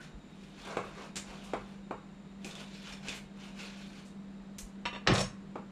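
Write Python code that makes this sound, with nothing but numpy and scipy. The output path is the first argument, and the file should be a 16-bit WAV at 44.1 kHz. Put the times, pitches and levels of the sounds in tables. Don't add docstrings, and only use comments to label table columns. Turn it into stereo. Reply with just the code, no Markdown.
import sys
import numpy as np
from scipy import signal
from scipy.fft import rfft, irfft
from scipy.io import wavfile
from scipy.ndimage import uniform_filter1d

SR = 44100
rng = np.random.default_rng(int(sys.argv[2]) if len(sys.argv) > 2 else 0)


def generate_wav(signal):
    frames = np.transpose(np.atleast_2d(signal))
    scaled = np.clip(frames, -1, 1) * 32767
    pcm = np.round(scaled).astype(np.int16)
    wavfile.write(sys.argv[1], SR, pcm)


N = 251811
TIME = np.arange(N) / SR
HIT_TIME = TIME[:SR // 2]


def amp(db):
    return 10 ** (np.asarray(db) / 20)


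def evened(x):
    return x / np.sqrt(np.mean(x ** 2) + 1e-20)


def sized(x):
    return x / np.sqrt(np.sum(x ** 2) * 40 / SR + 1e-20)


def read(points, hz):
    point_hz, value = np.transpose(points)
    return np.interp(np.log(hz + 1), np.log(point_hz), value)


def add(mix, start_s, sound):
    part = mix[round(start_s * SR):][:len(sound)]
    part += sound[:len(part)]


def causal(log_gain):
    return np.exp(np.conj(signal.hilbert(log_gain)))


def colour(x, points, tilt_db=0):
    hz = abs(np.fft.fftfreq(4096, 1 / SR))
    gain_db = read(points, hz) + tilt_db * np.log2(np.maximum(hz, 300) / 2000)
    taps = np.fft.ifft(causal(np.log(amp(gain_db)))).real
    return signal.oaconvolve(x, taps[:len(taps) // 2])[:len(x)]


def neutral(x):
    spectrum = np.fft.fft(x)
    power = uniform_filter1d(abs(spectrum) ** 2, size=25, mode="wrap")
    flatten = causal(-np.log(power + 1e-9 * power.max()) / 2)
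    return sized(np.fft.ifft(spectrum * flatten).real)


def resonate(x, hz, width):
    pole = np.exp((2j * np.pi * hz - np.pi * abs(width)) / SR)
    return evened(signal.lfilter([1], [1, -pole], x).real)


def sweep(x, hz, width):
    turn = np.exp(2j * np.pi * np.cumsum(hz) / SR)
    r = np.exp(-np.pi * abs(width) / SR)
    return evened((turn * signal.lfilter([1], np.poly([r, r]), x / turn)).real)


def drift(per_s):
    slow = np.fft.rfftfreq(N, 1 / SR) < per_s
    return evened(irfft(rfft(rng.standard_normal(N)) * slow, N))


def grains(per_s, spread_db, clump_db):
    size = amp(spread_db * np.minimum(rng.exponential(1, N), 4) + clump_db * drift(60))
    return size * rng.choice([-1., 1.], N) * (rng.random(N) < per_s / SR)


def contact(t60, sharp, rise_s=0.00043):
    swell = 1 - np.exp(-HIT_TIME / rise_s)
    chatter = rng.standard_normal(len(HIT_TIME)) * swell * amp(-60 * HIT_TIME / t60)
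    return neutral(sized(chatter) + sharp * sized(1. * (HIT_TIME == 0)))


def ring(modes):
    tones = 0
    for hz, db, t60 in modes:
        fade = amp(db - 60 * HIT_TIME / t60)
        tones = tones + fade * np.sin(2 * np.pi * hz * HIT_TIME) * rng.choice([-1, 1])
    return sized(tones)


# (frequency [Hz], side level against middle [dB])
STEREO_WIDTH = [(40, -14), (125, -8.5), (250, -17), (500, -9), (1000, -1.5), (2000, -5), (4000, -8),
                (8000, 0.5), (14000, -2)]


def pair(mid, side):
    width = amp(read(STEREO_WIDTH, np.fft.rfftfreq(len(side), 1 / SR)))
    side = irfft(rfft(side) * width, len(side))
    return np.array([mid + side, mid - side])


# (frequency [Hz], time to die by 60 dB [s])
ROOM_RINGING = [(100, 0.32), (500, 0.21), (1400, 0.4), (3700, 0.26), (8000, 0.27), (14000, 0.19)]


def kitchen(x, wet_db, early_db, early_t60=0.058):
    t = HIT_TIME
    shape = (2, len(t))
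    echoes = rng.choice([-1., 1.], shape) * (rng.random(shape) < 3000 / SR) * (t > .0015)
    hz, age, z = signal.stft(echoes, SR, nperseg=256)
    fade = amp(-60 * age / read(ROOM_RINGING, hz)[:, None])
    tail = signal.istft(z * fade, SR, nperseg=256)[1][:, :len(t)]
    early = echoes * amp(-60 * t / early_t60)
    swell = np.minimum(t / 0.0026, 1)
    mid, side = [amp(wet_db) * sized(a * swell) + amp(early_db) * sized(b) for a, b in zip(tail, early)]
    mid = neutral(mid + sized(1. * (t == 0)))
    response = pair(mid, neutral(side)) / np.linalg.norm(mid)
    return signal.fftconvolve(x[None], response, axes=1)[:, :N]


# (frequency [Hz], relative level per Hz [dB])
AIR_COLOUR = [(20, -18.5), (42, -5), (70, -10), (115, -18), (155, 3), (215, -1.5), (260, -5), (380, -9.5),
              (520, -14), (1200, -20), (2200, -25), (4200, -30.5), (5500, -37.5), (8000, -41),
              (11000, -52.5), (15000, -63)]
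# (frequency [Hz], width of each of two filter passes [Hz], level at the start [dB])
HISS_BANDS = [(3750, 28, -74.5), (3820, 290, -91), (7050, 280, -78)]
AIR_DB = -53
HUM_HZ, HUM_DB = 196.7, -49.5
HUM_FAR_DB, APPROACH_S = -14, 0.71


def fridge(waver=0.16, hiss_fade_db=-4):
    hum = np.sqrt(2) * np.sin(2 * np.pi * HUM_HZ * TIME + waver * drift(5.8)) * (1 + waver * drift(3.7))
    hum *= amp(HUM_DB + HUM_FAR_DB * np.exp(-TIME / APPROACH_S))
    noise = rng.standard_normal((2, N))
    air = np.array([amp(AIR_DB) * evened(colour(z, AIR_COLOUR)) for z in noise])
    hiss = np.array([sum(amp(db) * resonate(resonate(z, hz, width), hz, width)
                         for hz, width, db in HISS_BANDS) for z in noise])
    return hum + pair(*(air + hiss * amp(hiss_fade_db * TIME / TIME[-1])))


# (frequency [Hz], relative level per Hz [dB])
RUMBLE_COLOUR = [(20, -9), (42, 16), (70, -3.5), (110, -12), (250, -39), (1000, -79)]


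def rumble(db=-66):
    swell = amp(3 * np.tanh(drift(5)))
    noise = rng.standard_normal((2, N))
    return amp(db) * swell * pair(*[evened(colour(z, RUMBLE_COLOUR)) for z in noise])


SWELL_CYCLES = 7.6


def panel(hz, t60, spread=0.132):
    cluster = ring([(hz, 0, t60), (hz * (1 + spread), -7, t60), (hz * (1 - spread), -8, t60)])
    return sized(cluster * (1 - np.exp(-HIT_TIME * hz / SWELL_CYCLES)))


# (frequency [Hz], level [dB], time to die by 60 dB [s])
CABINET_PANELS = [(40.7, -37.5, 0.36), (82.8, -37, 0.34), (112.5, -28.5, 0.4), (133.2, -27.5, 0.37),
                  (190, -28, 0.54), (291.3, -32, 0.11), (376, -34, 0.16)]
# (time [s], level [dB])
MICROPHONE_BUMPS = [(.14, -45.5), (1.284, -48), (4.627, -44)]
DROP_S = 5.076
TAP_THUD_DB, TAP_THUD_HZ, TAP_THUD_T60_S = -21, 109, 0.33
BUMP_HZ, BUMP_T60_S = 46, 0.084


def thuds():
    out = np.zeros(N)
    for s, db, tilt_db in BOARD_TAPS:
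        add(out, s, amp(db + TAP_THUD_DB) * panel(TAP_THUD_HZ, TAP_THUD_T60_S))
    add(out, DROP_S, sum(amp(db) * panel(hz, t60) for hz, db, t60 in CABINET_PANELS))
    for s, db in MICROPHONE_BUMPS:
        add(out, s, amp(db) * panel(BUMP_HZ, BUMP_T60_S))
    return out


HARD_T60_S, SOFTER_DB = .011, 8.5


def knocks(blows, spectrum, modes, sharp, ring_db):
    out = np.zeros(N)
    hardest_db = max(db for s, db, tilt_db in blows)
    for s, db, tilt_db in blows:
        t60 = HARD_T60_S * 2 ** ((hardest_db - db) / SOFTER_DB)
        crack = sized(colour(contact(t60, sharp), spectrum, tilt_db))
        add(out, s, amp(db) * (crack + amp(ring_db) * ring(modes)))
    return out


# (time [s], level [dB], brightness [dB per octave])
KNIFE_CLINKS = [(4.8542, -39, 0.5), (4.8595, -37, 0.5), (4.930, -48.5, -5), (4.938, -54, -4),
                (4.950, -49, -1.5), (4.961, -49, -2.5)]
# (frequency [Hz], relative level per Hz [dB])
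CLINK_SPECTRUM = [(200, -4), (650, 2), (1000, -2.5), (1900, 2), (2700, 2), (3800, -6), (4800, -21),
                  (5650, -9.5), (6200, -28), (8000, -32), (10000, -56), (12000, -65)]
# (frequency [Hz], relative level [dB], time to die by 60 dB [s])
STEEL_MODES = [(952, 6.5, 0.079), (975, 9, 0.053), (1180, 5, 0.064), (1450, -5, 0.051), (1740, 5.5, 0.033),
               (1945, 5, 0.045), (2436, 0, 0.051), (2603, 3, 0.049), (2740, 2, 0.063), (2950, 0, 0.055),
               (3570, 4, 0.065), (3710, -3, 0.11), (4380, -5, 0.1), (5020, -21, .15), (5450, -9.5, 0.11),
               (5640, -8, 0.039), (6620, -21, 0.15), (7060, -17.5, 0.12), (7750, -19, 0.19),
               (8840, -26, 0.11), (10000, -33, 0.12)]


def clinks():
    return knocks(KNIFE_CLINKS, CLINK_SPECTRUM, STEEL_MODES, sharp=0.41, ring_db=0)


# (time [s], level [dB], brightness [dB per octave])
DROP_BOUNCES = [(5.066, -40.5, -3.5), (5.0726, -28.5, 2), (5.0743, -23, 2), (5.079, -35.5, 1.5),
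                (5.095, -34, -8), (5.107, -34.5, -10.5), (5.1161, -34.5, 1), (5.122, -37.5, -2.5),
                (5.152, -36, 9), (5.159, -37.5, 3.5), (5.1811, -37, 9), (5.206, -42, 11.5)]
# (frequency [Hz], relative level per Hz [dB])
DROP_SPECTRUM = [(100, -4), (300, 7), (600, 2.5), (1100, 9), (2200, 1.5), (3100, -2), (4000, -4),
                 (4900, -13), (5700, -12.5), (6600, -19), (8000, -27), (10000, -57), (11000, -51),
                 (15000, -61)]
# (frequency [Hz], relative level [dB], time to die by 60 dB [s])
COUNTER_MODES = [(373, 1, 0.2), (528, 1.5, 0.17), (630, -3.5, 0.12), (760, 0, 0.19), (916, -18, 0.17),
                 (1075, 6.5, 0.12), (1115, 2.5, 0.13), (1258, -2, .18), (1543, -2, 0.1), (1660, -9, 0.17),
                 (2153, 3, 0.16), (2350, -9, 0.11), (2610, -9, 0.088), (2960, -16, .14), (3750, -7, 0.13),
                 (4480, -11, .12), (5160, -22, 0.12)]


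def drop():
    return knocks(DROP_BOUNCES, DROP_SPECTRUM, COUNTER_MODES, sharp=0.53, ring_db=-6.5)


BOUNCE_RING_DB, BOUNCE_RING_TILT = -18.5, 1.29
BOUNCE_RING_FALL_DB = 9


def jangle(t60_stretch=0.81):
    out = np.zeros(N)
    modes = []
    for hz, width, db in BLADE_MODES:
        fall_db = BOUNCE_RING_FALL_DB * np.log2(hz / BLADE_MODES[0][0])
        t60 = t60_stretch * np.log(1000) / (np.pi * width)
        modes.append((hz, db - fall_db, t60))
    for s, db, tilt_db in DROP_BOUNCES:
        add(out, s, amp(db + BOUNCE_RING_DB + BOUNCE_RING_TILT * tilt_db) * ring(modes))
    return out


# (frequency [Hz], relative level per Hz [dB])
DULL_SCRAPE = [(80, -5), (200, -13), (520, 17), (1100, 2), (2500, -17), (4500, -13), (8000, -37),
               (15000, -60)]
# (frequency [Hz], relative level per Hz [dB])
KEEN_SCRAPE = [(500, 10), (1500, 2), (3700, -4), (5500, 3), (8200, 2.5), (10200, -3.5), (11000, -20),
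               (14000, -16), (15000, -37)]
# (frequency [Hz], width [Hz], relative level [dB])
BLADE_MODES = [(2480, 44, -1), (3755, 25, 3.5), (4480, 46, 3), (5060, 37, -2), (5330, 50, -5),
               (5440, 37, 4.5), (6250, 79, -10), (6650, 31, -1), (6970, 94, 1), (7700, 31, -2.5),
               (8820, 94, -3.5), (10230, 47, -7)]
SKID_START_S, SKID_RISE_S, SKID_STOP_S, SKID_FALL_S, SKID_DB = 5.08, 0.049, 5.214, 0.0084, -37
KEEN_AFTER_S, KEEN_GAIN_DB = 0.15, 3


def skid(whine_db=2, keen_share=0.78):
    age = TIME - SKID_START_S
    keen = np.clip(age / KEEN_AFTER_S, 0, 1) * keen_share
    stop = np.clip(1 - (TIME - SKID_STOP_S) / SKID_FALL_S, 0, 1)
    speed = np.clip(age / SKID_RISE_S, 0, 1) * stop
    slips = grains(per_s=1600, spread_db=5.0, clump_db=3.0)
    whine = evened(sum(amp(db) * resonate(slips, hz, width) for hz, width, db in BLADE_MODES))
    edge = evened(colour(evened(slips) + amp(whine_db) * whine, KEEN_SCRAPE))
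    dull = evened(colour(slips, DULL_SCRAPE))
    return amp(SKID_DB) * speed * (amp(KEEN_GAIN_DB) * keen * edge + np.sqrt(1 - keen ** 2) * dull)


# (time [s], level [dB], brightness [dB per octave])
BOARD_TAPS = [(0.769, -31, 2.5), (1.534, -31.5, 1.5), (1.9087, -36, 0), (2.445, -47, -9.5), (5.555, -39, 0)]
# (frequency [Hz], relative level per Hz [dB])
TAP_SPECTRUM = [(60, -21), (150, 0), (380, 7.5), (800, 3.5), (1350, 0), (1800, -15), (2250, -9.5),
                (2900, -17), (4500, -27), (6000, -34), (7300, -29.5), (10000, -45.5), (15000, -69)]
# (frequency [Hz], relative level [dB], time to die by 60 dB [s])
BOARD_MODES = [(285, -5.5, 0.044), (397, -3, 0.035), (507, 18, 0.084), (786, 6.5, 0.1), (990, -3.5, 0.025),
               (1191, 7.5, 0.047), (1305, -16, 0.09)]
TAP_T60_S = 0.037


def taps(ring_db=-9, give_s=0.00099):
    out = np.zeros(N)
    give = 1 - np.exp(-HIT_TIME / give_s)
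    for s, db, tilt_db in BOARD_TAPS:
        chatter = sized(colour(contact(TAP_T60_S, sharp=0.31), TAP_SPECTRUM, tilt_db))
        blow = chatter + amp(ring_db) * ring(BOARD_MODES)
        add(out, s, amp(db) * sized(blow * give))
    return out


SQUEAK_S, SQUEAK_LENGTH_S, SQUEAK_DB = 0.0067, 0.0055, -45
SQUEAK_HZ, SQUEAK_RISE_HZ_PER_S, SQUEAK_OCTAVE_DB = 1502, 11000, -18


def squeak():
    age = np.clip(TIME - SQUEAK_S, -.05, .05)
    phase = 2 * np.pi * np.cumsum(SQUEAK_HZ + SQUEAK_RISE_HZ_PER_S * age) / SR
    tone = np.sin(phase) + amp(SQUEAK_OCTAVE_DB) * np.sin(2 * phase)
    return amp(SQUEAK_DB) * np.exp(-(age / SQUEAK_LENGTH_S) ** 2) * tone


# (time [s], level [dB], brightness [dB per octave], peak frequency [Hz], time to die by 60 dB [s])
FLESH_SMACKS = [(1.1572, -44, -0.5, 6940, 0.01), (1.165, -38, -0.5, 6900, 0.045),
                (1.44, -57, 3.5, 8800, 0.089), (2.451, -54, 10, 6900, 0.13),
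                (3.147, -55.5, 14, 7700, 0.097), (4.053, -61, 2.5, 7600, 0.11),
                (4.584, -50.5, 0, 6000, 0.016), (4.585, -53.5, 16, 12200, 0.0034),
                (4.5876, -47.5, 1.5, 5950, 0.014), (4.595, -52.5, 14, 7400, 0.065)]
SMACK_WIDTH_HZ, SMACK_PEAK_DB = 800, -11
SMACK_RISE = 0.13


def smacks():
    out = np.zeros(N)
    for s, db, tilt_db, hz, t60 in FLESH_SMACKS:
        burst = contact(t60, sharp=0.34, rise_s=SMACK_RISE * t60)
        peak = sized(resonate(burst, hz, SMACK_WIDTH_HZ))
        tear = sized(colour(burst, SNAP_SPECTRUM, tilt_db))
        add(out, s, amp(db) * sized(tear + amp(SMACK_PEAK_DB) * peak))
    return out


# (time [s], level [dB], pitch [Hz])
BONE_SNAPS = [(2.446, -47.5, 2480), (2.51, -54.5, 3650), (2.5536, -53, 3520), (2.743, -62.5, 4000),
              (2.925, -56, 2480), (2.928, -56.5, 5400), (3.085, -43, 2550), (3.093, -46, 3470)]
# (frequency [Hz], relative level per Hz [dB])
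SNAP_SPECTRUM = [(300, 7.5), (900, 1), (1600, 5), (2500, 6.5), (4500, 6.5), (7300, 8.5), (9500, -2),
                 (11000, -9.5), (13000, -16), (15000, -29)]
SNAP_T60_S, SNAP_TILT_DB = 0.016, -2


def snaps(ring_db=1, ring_t60=0.013):
    out = np.zeros(N)
    for s, db, hz in BONE_SNAPS:
        crunch = sized(colour(contact(SNAP_T60_S, sharp=0.74), SNAP_SPECTRUM, SNAP_TILT_DB))
        add(out, s, amp(db) * (crunch + amp(ring_db) * ring([(hz, 0, ring_t60)])))
    return out


# (time of full speed [s], length [s], rasp level [dB],
# pressure on the board against the rasp [dB], pitch of the edge [Hz])
BLADE_STROKES = [(0.007, 0.1, -56, -6, 1560), (0.495, 0.32, -65, -23, 3150), (0.6, 0.052, -60.5, -8, 2980),
                 (0.669, 0.12, -52, -3, 3350), (0.71, 0.076, -54, 11.5, 1000), (0.851, 0.1, -57, 7.5, 2520),
                 (1.004, .1, -53.5, 4, 2100), (1.307, 0.084, -53.5, 1.5, 2700), (1.44, 0.26, -59, 2, 2840),
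                 (1.703, 0.12, -65, 3, 2900), (2.494, 0.087, -53.5, 0, 3600), (2.605, 0.061, -51, -1, 2900),
                 (2.748, 0.14, -56.5, -12, 4200), (2.892, .1, -50.5, -4.5, 3130),
                 (3.103, 0.097, -45.5, -6, 2930), (3.44, 0.1, -55, -1, 2860), (3.621, 0.082, -46, -6, 3000),
                 (3.794, 0.2, -56, -6.5, 3480), (3.968, 0.089, -58, -3.5, 2560)]
# (frequency [Hz], relative level per Hz [dB])
RASP_COLOUR = [(500, -34), (1100, -11), (1450, 2.5), (1900, -0.5), (2450, 4.5), (2850, 1), (3550, -2.5),
               (4300, -1.5), (4900, -4), (5500, -4.5), (7400, -7.5), (10000, -47), (15000, -53)]
# (frequency [Hz], relative level per Hz [dB])
PRESS_COLOUR = [(120, -25), (300, 6.5), (550, 9), (1100, 6), (1600, 1.5), (3000, -48), (8000, -64)]
# (frequency [Hz], relative level per Hz [dB])
FIZZ_COLOUR = [(3000, -78), (6000, -25), (8000, 28.5), (10000, 26.5), (11000, 12.5), (13500, 16),
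               (15000, -57)]
# (frequency [Hz], width [Hz], relative level [dB])
GRIPPED_BLADE = [(2480, 180, -3), (2900, 240, -8), (3550, 180, 1), (4200, 300, -4), (5330, 130, -11)]
STROKE_RISE = 0.49
FIZZ_DB, FIZZ_AT_RASP_DB, FIZZ_FOLLOWS = -69.5, -51.5, 0.71
BITE_DB, BITE_WIDTH_HZ, BITE_OCTAVES = -5, 650, 0.28
BITE_FOLLOWS = 0.95
BITE_WANDER_OCTAVES, BITE_WANDER_PER_S = 0.15, 22
SCRATCH_DB, SCRATCHES_PER_S = -8, 85


def cutting(clump_db=-1.0):
    power = np.zeros((3, N))
    bite_power, bite_hz = np.zeros(N) + 1e-20, np.zeros(N)
    for s, length, db, pressure_db, hz in BLADE_STROKES:
        reach = length * np.where(TIME < s, STROKE_RISE, 1 - STROKE_RISE)
        speed = np.exp(-np.minimum(((TIME - s) / reach) ** 2, 60))
        fizz_db = FIZZ_DB + FIZZ_FOLLOWS * (db - FIZZ_AT_RASP_DB)
        power += speed * amp([[db], [db + pressure_db], [fizz_db]]) ** 2
        share = speed ** BITE_FOLLOWS * amp(db + BITE_DB) ** 2
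        bite_power += share
        bite_hz += share * hz * 2 ** (BITE_OCTAVES * np.clip((TIME - s) / length, -1, 1))
    catch = evened(amp(clump_db * np.tanh(drift(70))))
    rasp, fizz = [evened(colour(grains(per_s=2200, spread_db=3.0, clump_db=2.5), shape))
                  for shape in (RASP_COLOUR, FIZZ_COLOUR)]
    press = evened(colour(grains(per_s=5000, spread_db=2.5, clump_db=1.5), PRESS_COLOUR))
    scratches = np.zeros(N)
    for hz, width, db in GRIPPED_BLADE:
        ticks = grains(per_s=SCRATCHES_PER_S, spread_db=2.5, clump_db=3.5)
        scratches += amp(db) * resonate(ticks, hz, width)
    rasp = evened(rasp + amp(SCRATCH_DB) * evened(scratches))
    pitch = bite_hz / bite_power * 2 ** (BITE_WANDER_OCTAVES * drift(BITE_WANDER_PER_S))
    slips = grains(per_s=1100, spread_db=1.5, clump_db=1.5)
    bite = np.sqrt(bite_power) * sweep(slips, pitch, BITE_WIDTH_HZ)
    return catch * (bite + np.sum(np.sqrt(power) * [rasp, press, fizz], axis=0))


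def scene():
    background = fridge() + rumble()
    cabinet = pair(thuds(), amp(-24) * thuds())
    put_down = kitchen(clinks(), wet_db=-5.5, early_db=-5)
    put_down += kitchen(drop() + jangle() + skid(), wet_db=-4, early_db=-2.5)
    board = kitchen(taps(), wet_db=-2.5, early_db=-4)
    slicing = kitchen(cutting() + squeak() + snaps() + smacks(), wet_db=-1.5, early_db=-3.5)
    return background + cabinet + put_down + board + slicing


# (frequency [Hz], left against right [dB])
EAR_BALANCE = [(100, 0), (500, -1.5), (1000, -1.5), (2000, -1), (4000, 0.56), (8000, -2.5), (12000, 3.5)]
EDGE_HZ = 15100


def record(dry):
    ears = []
    for x, sign in zip(dry, (1, -1)):
        ears.append(colour(x, [(hz, sign * db / 2) for hz, db in EAR_BALANCE]))
    low_pass = signal.firwin(301, EDGE_HZ, window=("kaiser", 9), fs=SR)
    return signal.oaconvolve(np.array(ears), low_pass[None], "same")


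dry = scene()
out = record(dry)
generate_wav(out)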